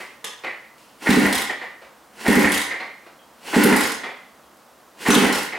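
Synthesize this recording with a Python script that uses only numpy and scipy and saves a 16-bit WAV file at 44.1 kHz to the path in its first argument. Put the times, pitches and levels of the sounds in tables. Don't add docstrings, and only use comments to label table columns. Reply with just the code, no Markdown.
import sys
import numpy as np
from scipy import signal
from scipy.fft import rfft, irfft
from scipy.io import wavfile
from scipy.ndimage import uniform_filter1d

SR = 44100
rng = np.random.default_rng(int(sys.argv[2]) if len(sys.argv) > 2 else 0)


def digitize_waveform(pressure):
    field = np.atleast_2d(pressure).T
    bounded = np.clip(field, -1, 1)
    quanta = np.round(bounded * 32767).astype(np.int16)
    wavfile.write(sys.argv[1], SR, quanta)


N = 246078

# (frequency [Hz], level [dB])
AIR_COLOUR = [(18, -77), (30, -43), (59, -7), (100, -20.5), (134, -8), (174, -10.5), (204, -3.5),
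              (280, -3.5), (426, -7), (473, -3.5), (1130, -4), (2350, -16), (16000, -24.5)]
# (frequency [Hz], t60 [s])
GARAGE_DECAY = [(100, 0.077), (500, 0.47), (1400, 0.55), (3700, 0.59), (9700, 0.32), (15000, 0.21)]
# (time [s], level [dB], decay [s])
BOOT_SCUFFS = [(0.0, -39.5, 0.064), (0.78, -51.5, 0.15)]
# (peak time [s], level [dB], pitch [Hz], swell [s])
DRY_SQUEAKS = [(2.497, -31, 9830, 0.013), (5.121, -17, 6080, 0.0095), (5.348, -32, 5270, 0.032)]
# (time [s], level [dB], pitch [Hz])
FITTING_TINKS = [(2.80, -44, 4180), (3.061, -58, 4270), (3.19, -54, 3220), (4.033, -39.5, 3400)]
# (time [s], ring [dB], ring pitch [Hz], knock [dB], decay [s])
LEVER_CLANKS = [(0.0, -37.5, 1990, -35.5, 0.029), (0.435, -46, 2400, -35.5, 0.0098),
                (0.444, -31, 2290, -32.5, 0.0093), (0.461, -29.5, 1965, -34, 0.035),
                (1.493, -30, 1950, -28, 0.017), (1.612, -33, 1930, -33.5, 0.033),
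                (1.814, -76, 1970, -42, 0.035), (2.708, -26.5, 1940, -31.5, 0.036),
                (2.797, -33.5, 2070, -32, 0.042), (3.062, -70, 2000, -45, 0.018),
                (4.033, -33.5, 2000, -29.5, 0.045), (5.522, -28, 2020, -29.5, 0.088)]
# (frequency [Hz], level [dB], t60 [s])
STEEL_MODES = [(1857, -3, 0.75), (2007, 3, 0.34), (2094, -2, 0.45), (2144, -6, 0.36), (2264, -3, 0.26)]
# (frequency [Hz], level [dB])
KNOCK_COLOUR = [(70, -29), (220, -4), (520, 5), (700, 2.5), (1000, 1.5), (1500, 0), (2600, -6),
                (3400, -9.5), (4400, -13.5), (6500, -25), (10000, -28.5), (16000, -42)]
# (time [s], level [dB], decay [s], brightness [dB/octave])
RATCHET_SNAPS = [(0.2427, -24.5, 0.0052, -1), (1.104, -19.5, 0.0027, -1), (2.279, -24, .004, 4.5),
                 (2.354, -27, .0022, 6.5), (2.391, -25.5, 0.0069, 3.5), (3.637, -21, 0.0047, 12),
                 (3.763, -18, 0.0091, 3.5), (5.076, -30.5, 0.0037, 4), (5.1043, -15.5, 0.0025, -1.5),
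                 (5.1435, -18.5, .0025, 2), (5.151, -16.5, 0.0017, -2.5), (4.435, -62, .0022, -7),
                 (4.5706, -62, .002, 7)]
# (time [s], level [dB], first gap between teeth [s])
RATCHET_OVERRUNS = [(1.3266, -20, 0.024), (2.519, -19.5, 0.025), (3.807, -22.5, .029),
                    (5.3254, -23.5, .0272)]
# (frequency [Hz], level [dB])
CLICK_COLOUR = [(100, -11), (250, -2.5), (600, 1), (1020, 13), (1600, 5), (2500, 3), (3400, 11), (4300, 2),
                (7500, 5), (10500, 3.5), (13000, -2), (16000, -18)]
# (frequency [Hz], level [dB])
PAWL_RINGS = [(3550, -22), (5200, 10), (7200, 10), (10000, -9)]
# (frequency [Hz], level [dB])
SLIDE_COLOUR = [(1200, -12), (2800, 13), (3600, 4), (4500, 5.5), (5500, 2.5), (6600, 0), (8000, 2),
                (10500, 0), (13500, -9), (16000, -5)]
# (frequency [Hz], level [dB])
CHAIN_COLOUR = [(900, -37), (1550, -20.5), (1750, -2.5), (1860, 7), (2090, 2.5), (2200, -2.5), (2450, -11),
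                (2900, -29), (3600, -35), (4250, -18), (6000, -47.5)]
# (frequency [Hz], level [dB])
CASE_COLOUR = [(60, -47), (140, -7.5), (220, 4.5), (500, 4), (630, -1), (850, 3.5), (1050, 2.5), (1200, -3),
               (1500, 1.5), (2600, -8), (3500, -39), (6000, -42)]
# (frequency [Hz], level [dB], t60 [s])
GEAR_MODES = [(677.6, 8, 0.19), (898.4, -13, 0.083), (1416, 13.5, 0.18), (2580, -30, 0.053),
              (3400, -7, 0.56)]
# (time after the first puff [s], level [dB])
FRAME_JOLTS = [(0.0, -17.5), (.08, -22.5), (.167, -22), (.275, -32), (0.339, -42)]
# (frequency [Hz], level [dB], t60 [s])
THUMP_MODES = [(66, 1.5, 0.027), (72.9, -20, 0.68), (79.4, -21, 0.3)]
# (frequency [Hz], level [dB], t60 [s])
BLAST_MODES = [(238.3, 19.5, 0.043), (303.4, 4.5, 0.09), (405.5, 13, 0.034)]
# (frequency [Hz], level [dB], t60 [s])
PIPE_MODES = [(161.1, -15.5, 0.73), (190, -15, 0.16), (199.7, 2, 0.31), (219.7, -4, 0.33),
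              (254.8, -1.5, 0.37), (260.2, -9, 0.78), (289.7, -2, 0.51), (298.7, -3.5, 0.44),
              (365, -11.5, 0.37), (392.2, -9, 0.34), (411.7, -8.5, 0.19), (454, -7, 0.11),
              (481.7, -9, 0.11), (544, -21.5, 0.35)]
# (first puff [s], puff [dB], boost of upper pipe modes [dB], fastest crank turn [s],
# jolt [dB], slack take-up [s], fade-in [dB/s], gears [dB], chain [dB], hiss [dB], ring of the bite [dB])
KICK_CUES = [(1.089, -12.5, 2, 0.065, 0, 0.063, 698.5, -25, -23.5, -26.5, -20.5),
             (2.281, -12.5, 4, .072, 1.5, 0.069, 300, -24.5, -22.5, -26.5, -34),
             (3.562, -11.5, 6.5, .070, -3, .08, 270, -22.5, -24.5, -24.5, -34),
             (5.084, -14, 5.5, .062, -3, 0.068, 500, -23.5, -26.5, -24.5, -25)]

BITE_S, PUSH_S, COAST_S = .037, .18, .31


def gain_of(db):
    return 10 ** (np.asarray(db) / 20)


def unit_rms(x):
    return x / np.sqrt(np.mean(x ** 2) + 1e-20)


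def curve_at(points, hz):
    f, value = np.transpose(points)
    return np.interp(np.log(hz + 1), np.log(f + 1), value)


def add(mix, s, sound):
    part = mix[max(round(s * SR), 0):][:len(sound)]
    part += sound[:len(part)]


def band(x, kind, hz, order=2):
    return signal.sosfilt(signal.butter(order, hz, kind, fs=SR, output="sos"), x)


def through(x, response):
    return signal.fftconvolve(x, response / np.linalg.norm(response))[:N]


def colour(points, size=4096):
    log_gain = np.log(gain_of(curve_at(points, abs(np.fft.fftfreq(size, 1 / SR)))))
    spectrum = np.exp(np.conj(signal.hilbert(log_gain)))
    return np.fft.ifft(spectrum).real[:size // 2]


def mode(hz, db, t60, phase=0):
    t = np.arange(SR) / SR
    return gain_of(db) * np.exp(-np.log(1000) * t / t60) * np.sin(2 * np.pi * (hz * t + phase))


def ring(modes):
    return sum(mode(hz, db, t60, rng.random()) for hz, db, t60 in modes)


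def burst(decay, rise=0.00018):
    t = np.arange(SR // 5) / SR
    x = rng.standard_normal(len(t)) * np.exp(-t / decay) * (1 - np.exp(-t / rise))
    return x / np.linalg.norm(x) * np.sqrt(SR / 100)


def wander(rate_hz):
    return unit_rms(uniform_filter1d(rng.standard_normal(N), SR // rate_hz))


def outdoor_air(level_db=-51.5, width=0.23):
    mid, side = (through(rng.standard_normal(N), colour(AIR_COLOUR)) for _ in range(2))
    return gain_of(level_db) * np.array([mid + width * side, mid - width * side])


def garage(x, wet_db, width, build_s=0.0026):
    reflections = rng.standard_normal((2, SR)) * (rng.random((2, SR)) < 1 / 10)
    hz, t, bands = signal.stft(reflections, SR, nperseg=256)
    fade = np.exp(-np.log(1000) * t / curve_at(GARAGE_DECAY, hz)[:, None])
    _, tails = signal.istft(bands * fade * np.minimum(t / build_s, 1), SR, nperseg=256)
    mid, side = (through(x, tail) for tail in tails)
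    wet = gain_of(wet_db)
    return (x + wet * np.array([mid + width * side, mid - width * side])) / np.hypot(1, wet)


def squeaks(waver=0.01265):
    out, t = np.zeros(N), np.arange(N) / SR
    for s, db, hz, swell in DRY_SQUEAKS:
        pitch = hz * (1 + waver * wander(500))
        envelope = gain_of(db) * np.exp(-((t - s) / swell) ** 2)
        out += envelope * np.sin(2 * np.pi * np.cumsum(pitch) / SR)
    return out


def tinks():
    out = np.zeros(N)
    for s, db, hz in FITTING_TINKS:
        add(out, s, gain_of(db) * through(burst(decay=0.01), mode(hz, 0, t60=0.012)))
    return out


def lever_stops(hz=1893):
    for s, *_, bite_db in KICK_CUES:
        yield s - .022, bite_db, hz, -27, 0.0068
        yield s + .162, -23, hz, -26, 0.0073


def clanks(steel_db=7, frame_db=4.5, sustain_db=-8.5):
    steel, frame = np.zeros((2, N))
    for s, ring_db, hz, knock_db, decay in [*LEVER_CLANKS, *lever_stops()]:
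        strike, thud = burst(decay, rise=.001), burst(decay, rise=.004)
        add(steel, s, gain_of(ring_db + steel_db) * through(strike, mode(hz, 0, t60=0.008)))
        add(frame, s, gain_of(knock_db + frame_db) * thud)
    steel = band(steel, "bandpass", [1700, 2700])
    sustain = unit_rms(through(steel, ring(STEEL_MODES))) * np.std(steel)
    return steel + gain_of(sustain_db) * sustain + through(frame, colour(KNOCK_COLOUR))


def clatter(count=4, db=-30, spread_db=0.5, decay=0.00089, brightness=4.5):
    for s, *_ in KICK_CUES:
        for k, (when, softness) in enumerate(rng.random((count, 2))):
            yield s + PUSH_S * (k + when) / count, db + spread_db * (1 - 2 * softness), decay, brightness


def overrun(count=4, stretch=1.26, fade_db=1.66, decay=.0025, brightness=2.5):
    for s, db, gap in RATCHET_OVERRUNS:
        for k in range(count):
            yield s, db - k * fade_db, decay, brightness
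            s += gap * stretch ** k


def ratchet(ring_db=-16):
    clicks = np.zeros(N)
    for s, db, decay, brightness in [*RATCHET_SNAPS, *overrun(), *clatter()]:
        click = burst(decay)
        hz = np.fft.rfftfreq(len(click), 1 / SR)
        octaves = np.log2(np.maximum(hz, 1500) / 6000)
        add(clicks, s, irfft(rfft(click) * gain_of(db + brightness * octaves)))
    pawl = ring([(hz, db, .005) for hz, db in PAWL_RINGS])
    return through(clicks, colour(CLICK_COLOUR)) + gain_of(ring_db) * through(clicks, pawl)


def stroke(s, slack_s, fade_in, slack_db, rise_s, sag_db, coast_db, stop_db_per_s=120):
    t = np.arange(N) / SR - s
    db = np.interp(t, [-BITE_S, rise_s - BITE_S, PUSH_S, COAST_S], [slack_db, 0, sag_db, coast_db])
    db -= fade_in * np.maximum(-slack_s - t, 0)
    db -= stop_db_per_s * np.maximum(t - COAST_S, 0)
    return gain_of(db)


def teeth(speed, tooth_hz, spread_db, rub):
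    passed = np.cumsum(tooth_hz * speed * (1 + .2 * wander(200))) / SR
    force = gain_of(spread_db * (2 * rng.random(N) - 1))
    hits = (np.diff(np.floor(passed), prepend=0) > 0) * force
    contacts = signal.lfilter([1], [1, -np.exp(-1 / (0.0013 * SR))], hits) / np.sqrt(speed)
    return unit_rms((unit_rms(contacts) + rub) * rng.standard_normal(N))


def rasps_and_scuffs(rasp_db=-31, hold_s=0.036, fade_db_per_s=141):
    envelope, t = np.zeros(N), np.arange(SR) / SR
    for s, *_ in RATCHET_OVERRUNS:
        add(envelope, s, gain_of(rasp_db - fade_db_per_s * np.maximum(t - hold_s, 0)))
    for s, db, decay in BOOT_SCUFFS:
        add(envelope, s, gain_of(db) * np.exp(-t / decay))
    return envelope


def transmission(case_db=1, rings_db=-11, rattle_db=-4, steel_db=-3, hiss_db=-2):
    gear_env, chain_env, slide_env = np.zeros((3, N))
    for s, *_, slack_s, fade_in, gear_db, chain_db, slide_db, _ in KICK_CUES:
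        cue = s, slack_s, fade_in
        gear_env += gain_of(gear_db) * stroke(*cue, slack_db=-14, rise_s=.014, sag_db=-.5, coast_db=-6)
        chain_env += gain_of(chain_db) * stroke(*cue, slack_db=-19, rise_s=.02, sag_db=-.5, coast_db=-2)
        slide_env += gain_of(slide_db) * stroke(*cue, slack_db=-9.5, rise_s=.042,
                                                sag_db=-3.5, coast_db=-13)
    slide_env += rasps_and_scuffs()
    speed = .3 + .7 * np.sqrt(gear_env / gear_env.max())
    gears = teeth(speed, tooth_hz=290.8, spread_db=0.5, rub=1.0)
    links = teeth(speed, tooth_hz=139.8, spread_db=0.5, rub=0.17)
    slide = teeth(speed, tooth_hz=594, spread_db=4.0, rub=1.5)
    whirr = gain_of(case_db) * through(gears, colour(CASE_COLOUR))
    whirr += gain_of(rings_db) * through(gears, ring(GEAR_MODES))
    rattle = through(links, colour(CHAIN_COLOUR)) + gain_of(steel_db) * through(links, ring(STEEL_MODES))
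    hiss = gain_of(hiss_db) * through(slide, colour(SLIDE_COLOUR))
    return gear_env * whirr + chain_env * gain_of(rattle_db) * rattle + slide_env * hiss


def soft_attack(onset_s=0.0026):
    return 1 - np.exp(-(np.arange(SR) / SR / onset_s) ** 2)


def frame_thumps():
    thump = soft_attack() * sum(mode(*row) for row in THUMP_MODES)
    frame = np.zeros(N)
    for s, _, _, _, shake_db, *_ in KICK_CUES:
        for delay, jolt_db in FRAME_JOLTS:
            add(frame, s + delay, gain_of(shake_db + jolt_db) * thump)
    return band(frame, "highpass", 40)


def puffs(turn_s, count=4, stretch=0.2001, hold_s=.12, fade_db_per_s=192):
    turns = turn_s * (1 + stretch * (np.arange(count) - 1) ** 2)
    delays = np.cumsum(turns) - turns
    return zip(delays, fade_db_per_s * np.maximum(delays - hold_s, 0))


def exhaust(split_hz=330, gush=0.28, trim_db=-2, blast_db=-3):
    waves = [(hz, (-1) ** k * mode(hz, db, t60)) for k, (hz, db, t60) in enumerate(PIPE_MODES)]
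    low = sum(wave for hz, wave in waves if hz <= split_hz)
    high = sum(wave for hz, wave in waves if hz > split_hz)
    blast = gain_of(blast_db) * sum(mode(*row) for row in BLAST_MODES)
    pipe = np.zeros(N)
    for s, db, upper_db, turn_s, *_ in KICK_CUES:
        for delay, drop_db in puffs(turn_s):
            air = burst(decay=0.052)
            push = gush * air / np.linalg.norm(air)
            push[0] += 1
            boom = signal.fftconvolve(push, low + gain_of(upper_db) * high)[:SR]
            add(pipe, s + delay, gain_of(db - drop_db + trim_db) * soft_attack() * (boom + blast))
    return band(pipe, "highpass", 160, order=4)


def scene():
    mix = garage(exhaust() + frame_thumps(), wet_db=-12.5, width=1.3)
    mix += garage(transmission(), wet_db=-7, width=0.67)
    mix += garage(ratchet() + tinks(), wet_db=3.5, width=0.44)
    mix += garage(squeaks(), wet_db=-4, width=0.82)
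    mix += garage(clanks(), wet_db=-3, width=0.28)
    return (mix + outdoor_air()) * gain_of([[-.35], [.35]])


def record(dry, threshold_db=-13, release_db_per_s=100, squeeze=0.33, ceiling=.75, top_hz=15950):
    power = uniform_filter1d((dry ** 2).mean(0), SR // 150)
    power_db = 10 * np.log10(abs(power) + 1e-12)
    fall = np.arange(N) * release_db_per_s / SR
    peak_db = np.maximum.accumulate(power_db + fall) - fall
    over_db = np.maximum(peak_db - threshold_db, 0)
    held = dry / gain_of(squeeze * uniform_filter1d(over_db, SR // 300))
    rounded = held / (1 + (held / ceiling) ** 6) ** (1 / 6)
    lowpass = signal.firwin(511, top_hz, window=("kaiser", 9), fs=SR)
    return signal.oaconvolve(rounded, lowpass[None], "same")


dry = scene()
out = record(dry)
digitize_waveform(out)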